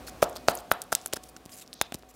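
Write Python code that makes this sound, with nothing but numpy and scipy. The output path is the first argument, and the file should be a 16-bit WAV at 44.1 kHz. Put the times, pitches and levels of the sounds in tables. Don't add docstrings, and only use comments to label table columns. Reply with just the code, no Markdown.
import sys
import numpy as np
from scipy import signal
from scipy.fft import rfft, irfft
from scipy.io import wavfile

SR = 44100
rng = np.random.default_rng(int(sys.argv[2]) if len(sys.argv) > 2 else 0)


def file_out(sig):
    cols = np.atleast_2d(sig).T
    lim = np.clip(cols, -1, 1)
    pcm = np.round(lim * 32767).astype(np.int16)
    wavfile.write(sys.argv[1], SR, pcm)


def gain_from_db(level_db):
    decades = np.asarray(level_db, float) / 20
    return 10 ** decades


N = 94815
LEAD_S = 0.1


def rms_one(x):
    return x / np.sqrt(np.mean(x ** 2) + 1e-20)


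def at_hz(points, hz, axis=1):
    points = np.array(points)
    return np.interp(np.log(hz), np.log(points[:, 0]), points[:, axis])


def coloured(x, gain_db):
    hz = np.maximum(np.arange(len(x) // 2 + 1) * SR / len(x), 10)
    return irfft(rfft(x) * gain_from_db(gain_db(hz)), len(x))


def high_pass(order, hz):
    return signal.butter(order, hz, "high", fs=SR, output="sos")


BEFORE, AFTER = SR // 200, SR * 3 // 50


def add(track, s, shape):
    at = int((s + LEAD_S) * SR) + np.arange(-BEFORE, AFTER)
    track[at] += shape(at / SR - s - LEAD_S)


def ringing(t, hz, cycles, rise_s, glide=0):
    after = np.maximum(t, 0)
    swell = np.exp(np.minimum(t, 0) / rise_s)
    env = np.where(t < 0, swell, gain_from_db(-60 * after * hz / cycles))
    return env * np.cos(2 * np.pi * hz * t * (1 + glide * hz * after))


# pitch in Hz, level in dB.
FLOOR_COLOUR = [(15, -27), (25, -8), (287, -4), (441, -5), (677, -6), (839, -12), (1100, -12),
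                (1730, -17.5), (15200, -31)]
# pitch in Hz, width in Hz, level in dB rms.
APPLIANCES = [(254.2, 3.8, -70), (748, 10, -68), (1108, 24, -77), (2500, 20, -83)]
# time in seconds, level in dB.
NOISE_SWELL = [(0, 12), (.4, 10), (.8, 6.5), (2.15, 1.5)]
# time in seconds, level in dB rms.
HUM_LEVEL = [(.1, -54), (.6, -59.5), (.86, -103), (1.2, -59), (1.4, -67), (1.52, -84), (1.65, -71),
             (2.1, -63)]


def background():
    t = np.arange(N) / SR
    noise = gain_from_db(-60) * rms_one(coloured(rng.standard_normal(N), lambda f: at_hz(FLOOR_COLOUR, f)))
    for hz, width_hz, db in APPLIANCES:
        tone = coloured(rng.standard_normal(N), lambda f: -20 * np.log10(1 + (2 * (f - hz) / width_hz) ** 2))
        noise += gain_from_db(db) * rms_one(tone)
    hum_hz = 57.5
    hum = np.sqrt(2) * gain_from_db(np.interp(t, *np.transpose(HUM_LEVEL))) * np.sin(2 * np.pi * hum_hz * t)
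    return noise * gain_from_db(np.interp(t, *np.transpose(NOISE_SWELL))) + hum


def hole_ring(t, hz, upper_db, cycles, third_db):
    rise_s = 0.0006
    lowest = ringing(t, hz, cycles, rise_s, glide=0.011)
    upper = ringing(t, hz * 2.108, cycles * 1.4, rise_s / 2)
    third = ringing(t, hz * 4.1, cycles * 1.4, rise_s / 2)
    return lowest + gain_from_db(upper_db) * upper + gain_from_db(third_db) * third


def holes(size, rows, sign):
    direct, to_room = np.zeros(size), np.zeros(size)
    third_db, slump_lag_s = -15, 0.00764
    for s, db, hz, upper_db, cycles in rows:
        add(direct, s, lambda t: sign * gain_from_db(db) * hole_ring(t, hz, upper_db, cycles, third_db))
        add(direct, s + slump_lag_s, lambda t: gain_from_db(db - 31) * ringing(t, 136, 0.4, slump_lag_s / 5))
        add(to_room, s, lambda t: gain_from_db(db * 1.521) * hole_ring(t, hz, upper_db, cycles * 0.48, third_db - 6))
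    return direct, to_room


# time in seconds, peak in dB, hole pitch in Hz,
# level of the upper pitch in dB, cycles of ring.
HOLE_POPS = [(-.05, -23, 620, 16, 4.2), (0.2275, -4.5, 586, -7, 10.5), (.3616, -39, 540, 6, 9),
             (.4850, -4.5, 640, -3, 7), (0.716, -11, 654, 6, 6.6), (0.9226, -31.5, 670, 11, 17),
             (.9270, -15.5, 683, 3, 6.3), (1.0608, -31.5, 703, 2.5, 6.3), (1.1303, -39.5, 690, 12.5, 12),
             (1.14, -28.5, 410, -11, 3.1), (1.1656, -42, 650, 12, 6.9), (1.17, -48, 750, 15.5, 8.1),
             (1.3653, -48.5, 665, 11.5, 9.1), (1.8144, -13, 760, 1, 2.65), (1.9228, -30.5, 700, -11, 14),
             (1.9225, -34, 233, -20, 6.7), (1.9440, -43, 313, 9.5, 1.2), (.373, -38, 604, 1, 10),
             (.083, -42.5, 700, 8.5, 11)]


def pops(size):
    return holes(size, HOLE_POPS, 1)


# pitch in Hz, seconds to fall by 60 dB, colour in dB.
ROOM_DECAY = [(126, 0.097, 18), (338, 0.36, 4.5), (700, 0.55, 3.5), (1540, 0.34, 5.5), (2120, 0.34, 2),
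              (3400, 0.42, 4), (8000, 0.33, -10)]
# pitch in Hz, level in dB over the rest of the tail.
STANDING_WAVES = [(594, -28), (704, -16)]


def room(x):
    t = np.arange(SR * 3 // 5) / SR
    edges = 60 * 2 ** np.arange(0, 8.3, 0.5)
    white = rng.standard_normal((2, len(t)))
    tail = np.zeros(len(t))
    for k, (low, high) in enumerate(zip(edges, edges[1:])):
        hz = np.sqrt(low * high)
        band = signal.sosfilt(signal.butter(2, [low, high], "band", fs=SR, output="sos"), white[k % 2])
        tail += band * gain_from_db(at_hz(ROOM_DECAY, hz, axis=2) - 60 * t / at_hz(ROOM_DECAY, hz))
    for hz, db in STANDING_WAVES:
        tail += gain_from_db(db - 60 * t / at_hz(ROOM_DECAY, hz)) * np.sin(2 * np.pi * hz * t)
    gap_s = 0.00051
    tail *= np.clip(t / gap_s - 1, 0, 1)
    return gain_from_db(-42.5) * signal.fftconvolve(x, tail)[:len(x)]


def crackle(size):
    grains_per_s, spread_db, cycles = 7000, 4, 7.0
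    bursts = rng.random(size) < grains_per_s / SR
    loudness = gain_from_db(spread_db * np.minimum(rng.exponential(1, size), 4))
    clicks = bursts * loudness * rng.choice([-1, 1], size)
    dealt, out = rng.integers(0, 14, size), np.zeros(size)
    for k, hz in enumerate(np.geomspace(1500, 15000, 14)):
        r = gain_from_db(-60 * hz / cycles / SR)
        resonance = [1, -2 * r * np.cos(2 * np.pi * hz / SR), r * r]
        out += signal.lfilter([1 - r * r, 0, r * r - 1], resonance, clicks * (dealt == k) + 1e-18)
    return rms_one(out)


def rub(size, rows):
    t, out = np.arange(size) / SR - LEAD_S, np.zeros(size)
    source = crackle(size) + 0.9 * rng.standard_normal(size)
    edge_s, crease_db, crease_hz = 0.0025, 2.0, 2400
    for s, length, db, hz, octaves in rows:
        turn = rng.uniform(0, 2 * np.pi, 2)

        def colour(f):
            band = -12 * (np.log2(f / hz) / octaves) ** 2
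            fine = np.cos(2 * np.pi * f / crease_hz + turn[0])
            broad = np.cos(np.pi * f / crease_hz + turn[1])
            return band + crease_db * (fine + broad)

        part = (t > s - 0.01) & (t < s + length + 0.02)
        since = t[part] - s
        env = np.clip(np.minimum(since * 2, length + edge_s - since) / edge_s, 0, 1)
        env = env * gain_from_db(1.5 * since / length)
        out[part] += gain_from_db(db) * env * rms_one(coloured(source[part], colour))
    return out


# start in seconds, length in seconds, level in dB, centre pitch in Hz.
SKIN_PEELS = [(0.067, 0.031, -46, 5600), (0.22, 0.015, -32, 4200), (0.353, 0.02, -47, 6860),
              (0.4805, 0.013, -34, 4500), (0.495, 0.003, -35, 10000), (0.497, 0.021, -42.5, 4850),
              (0.531, 0.077, -53, 9700), (0.71, 0.007, -41, 9500), (0.7144, 0.0078, -32.5, 9200),
              (0.817, 0.0087, -49, 9300), (.918, 0.017, -39, 6500), (.937, .013, -53, 8000),
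              (1.017, 0.043, -61, 6460), (1.129, 0.014, -41, 4300), (1.158, 0.013, -40.5, 5000),
              (1.225, 0.052, -61, 7450), (1.284, 0.014, -54.5, 8600), (1.492, 0.034, -58, 7600),
              (1.367, 0.0039, -51, 5500), (1.518, 0.041, -51.5, 6940), (1.565, 0.039, -50.5, 8000),
              (1.611, 0.014, -46.5, 6100), (1.627, 0.013, -59, 6500), (1.732, 0.0099, -48.5, 5630),
              (1.8146, .008, -36, 5000), (1.9384, 0.006, -46.5, 7200), (1.99, 0.0068, -61, 8000),
              (2.088, 0.026, -58, 8300), (2.139, 0.017, -59.5, 10100)]


def peels(size):
    octaves = 2.5
    return rub(size, [row + (octaves,) for row in SKIN_PEELS])


# start in seconds, length in seconds, level in dB,
# centre pitch in Hz, width in octaves.
FOLD_SQUEAKS = [
    (0.068, .014, -52.5, 4440, 0.17),
    (1.519, 0.019, -55, 4980, 0.12),
    (1.536, 0.011, -52, 9440, 0.13),
    (1.569, 0.021, -61, 7500, 0.11),
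    (1.611, 0.012, -58, 3740, 0.082),
    (1.606, .014, -57, 7600, 0.13),
    (1.623, 0.015, -64, 3700, 0.078),
    (1.749, 0.057, -58, 4200, 0.73),
    (1.81, .06, -56, 3160, 0.89),
]


def squeaks(size):
    return rub(size, FOLD_SQUEAKS)


# time in seconds, peak in dB, pitch in Hz, cycles of ring.
POKE_SNAPS = [(0.0743, -33, 2300, 3), (.0745, -34, 7000, 6), (.0776, -32, 4500, 8), (.0845, -42, 9200, 4),
              (0.2276, -15, 5300, 6), (.2275, -15, 9000, 4), (.2335, -12, 12200, 5),
              (0.2413, -11, 6500, 0.53), (.2457, -28, 7000, 1.2), (.2913, -35, 7400, 7),
              (.2969, -25, 11100, 4.1), (0.329, -36, 6300, 6.2), (.3616, -26.5, 4100, 5.8),
              (0.3672, -21.5, 5200, 3.9), (.3706, -32, 4800, 5), (.3826, -36.5, 4480, 6.5),
              (.4772, -32, 9000, 1), (0.4799, -19, 6300, 7), (.4839, -13, 8000, 1), (0.4847, -5, 4400, 6),
              (.4849, -12, 7500, 2), (0.5528, -13, 11000, 4.7), (.5555, -27, 11300, 12),
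              (.5739, -28, 6620, 29), (0.5886, -28, 4730, 2.7), (0.6054, -35.5, 8000, 4.1),
              (.71, -28, 10000, 1), (0.714, -22, 5500, 4), (.7162, -18, 11000, 3), (.7214, -28, 7000, 5),
              (.7161, -6.5, 3870, 1.2), (0.7197, -6.5, 12100, 7.7), (.7370, -28, 8700, 8),
              (.8186, -9.5, 8700, 0.83), (.8390, -32, 10300, 6), (0.9224, -11, 8500, 1.2),
              (0.9268, -5, 9500, 1), (.9276, -14, 5800, 5), (.9302, -17, 5500, 4)]
# time in seconds, peak in dB, pitch in Hz, cycles of ring.
PULL_SNAPS = [(0.931, -24, 6900, 8.9), (.9355, -22, 8500, 2), (0.9512, 3.5, 8000, 1.2),
              (1.0144, -31.5, 6760, 4.8), (1.0604, -7.5, 9900, 2.2), (1.0629, -22, 7000, 8.8),
              (1.061, -38.5, 4000, 18), (1.0637, -30, 10700, 6), (1.08, -29, 11500, 3.9),
              (1.0727, -26, 12800, 5), (1.0726, -29, 6330, 5), (1.127, -25, 6950, 5),
              (1.1274, -29, 2780, 2.8), (1.1298, -21, 3000, 5.9), (1.131, -30, 8500, 2),
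              (1.135, -2.5, 6700, 0.41), (1.1668, -19, 6800, 1.8), (1.2359, -27, 8000, 1.5),
              (1.239, -25.5, 6800, 0.77), (1.2904, -30.5, 8600, 1.4), (1.3647, -31, 7300, 6.7),
              (1.3654, -31.5, 5720, 8.1), (1.3667, -40.5, 3040, 7), (1.455, -27, 8400, 0.53),
              (1.46, -26.5, 5250, 0.47), (1.4935, -36, 2500, 2), (1.495, -34, 8000, 1.2),
              (1.5975, -32, 6800, 3), (1.6627, -43, 5460, 6), (1.5866, -29.5, 7650, 4),
              (1.6769, -32, 5350, 3.8), (1.7301, -22, 4230, 4.5), (1.8139, 0, 7000, 0.58),
              (1.8142, -14, 6670, 6), (1.8143, -12, 11000, 4), (1.8144, -12, 3620, 13),
              (1.8148, -19, 3150, 10), (1.8195, -28, 6000, 2), (1.9233, -22, 2600, 1.8),
              (1.9222, -22.5, 6600, 0.55), (1.9439, -12, 7900, 0.47), (1.948, -22.5, 6750, 0.92),
              (1.952, -32, 11000, 4), (1.9558, -28, 6260, 1.8), (1.9875, -37, 11000, 2),
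              (1.9935, -46, 5460, 4), (2.025, -35.5, 4000, 1.2)]


def snaps(size):
    out = np.zeros(size)
    rise_s, fizz_db, fizz_t60_s = 0.00006, -24, 0.02
    for rows, sign in [(POKE_SNAPS, 1), (PULL_SNAPS, -1)]:
        for s, db, hz, cycles in rows:
            noise = signal.sosfilt(high_pass(2, 3000), rng.standard_normal(BEFORE + AFTER))

            def snap(t):
                ring = signal.sosfilt(high_pass(2, hz * 0.33), ringing(t, hz, cycles * 2, rise_s))
                fizz = gain_from_db(fizz_db - 60 * np.maximum(t, 0) / fizz_t60_s) * (t > 0) * noise
                return gain_from_db(db) * (sign * ring + fizz)

            add(out, s, snap)
    return out


# time in seconds, peak in dB, hole pitch in Hz,
# level of the upper pitch in dB, cycles of ring.
HOLLOW_SUCKS = [
    (.2241, -27, 700, 3, 5),
    (1.1359, -18.5, 510, -22, 4),
    (1.1715, -30, 350, -6, 1.5),
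    (1.3652, -38, 270, -20, 2.5),
    (1.4601, -34, 218, -17, 3),
    (1.9482, -26, 217, -20.5, 2.5),
    (2.0343, -42, 500, 0, 1.5),
]


def sucks(size):
    return holes(size, HOLLOW_SUCKS, -1)


def scene():
    lead = int(LEAD_S * SR)
    size = N + lead + SR // 10
    pop_direct, pop_to_room = pops(size)
    suck_direct, suck_to_room = sucks(size)
    bright = peels(size) + squeaks(size) + snaps(size)
    lift_s, lift_db = 1.0, -6
    sent = gain_from_db(lift_db * (np.arange(size) > lead + lift_s * SR))
    echoes = room(sent * (pop_to_room + suck_to_room + gain_from_db(-4) * bright))
    slime = pop_direct + suck_direct + bright + echoes
    return (slime[lead:lead + N] + background())[None]


def low_pass(x):
    return signal.sosfilt(signal.butter(12, 16820, fs=SR, output="sos"), x)


def record(dry):
    x = signal.sosfilt(high_pass(4, 42), dry)
    x = signal.sosfilt(signal.cheby2(8, 40, 16800, fs=SR, output="sos"), x)
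    mix = np.clip(x, -1, 1)
    return low_pass(mix)


dry = scene()
out = record(dry)
file_out(out)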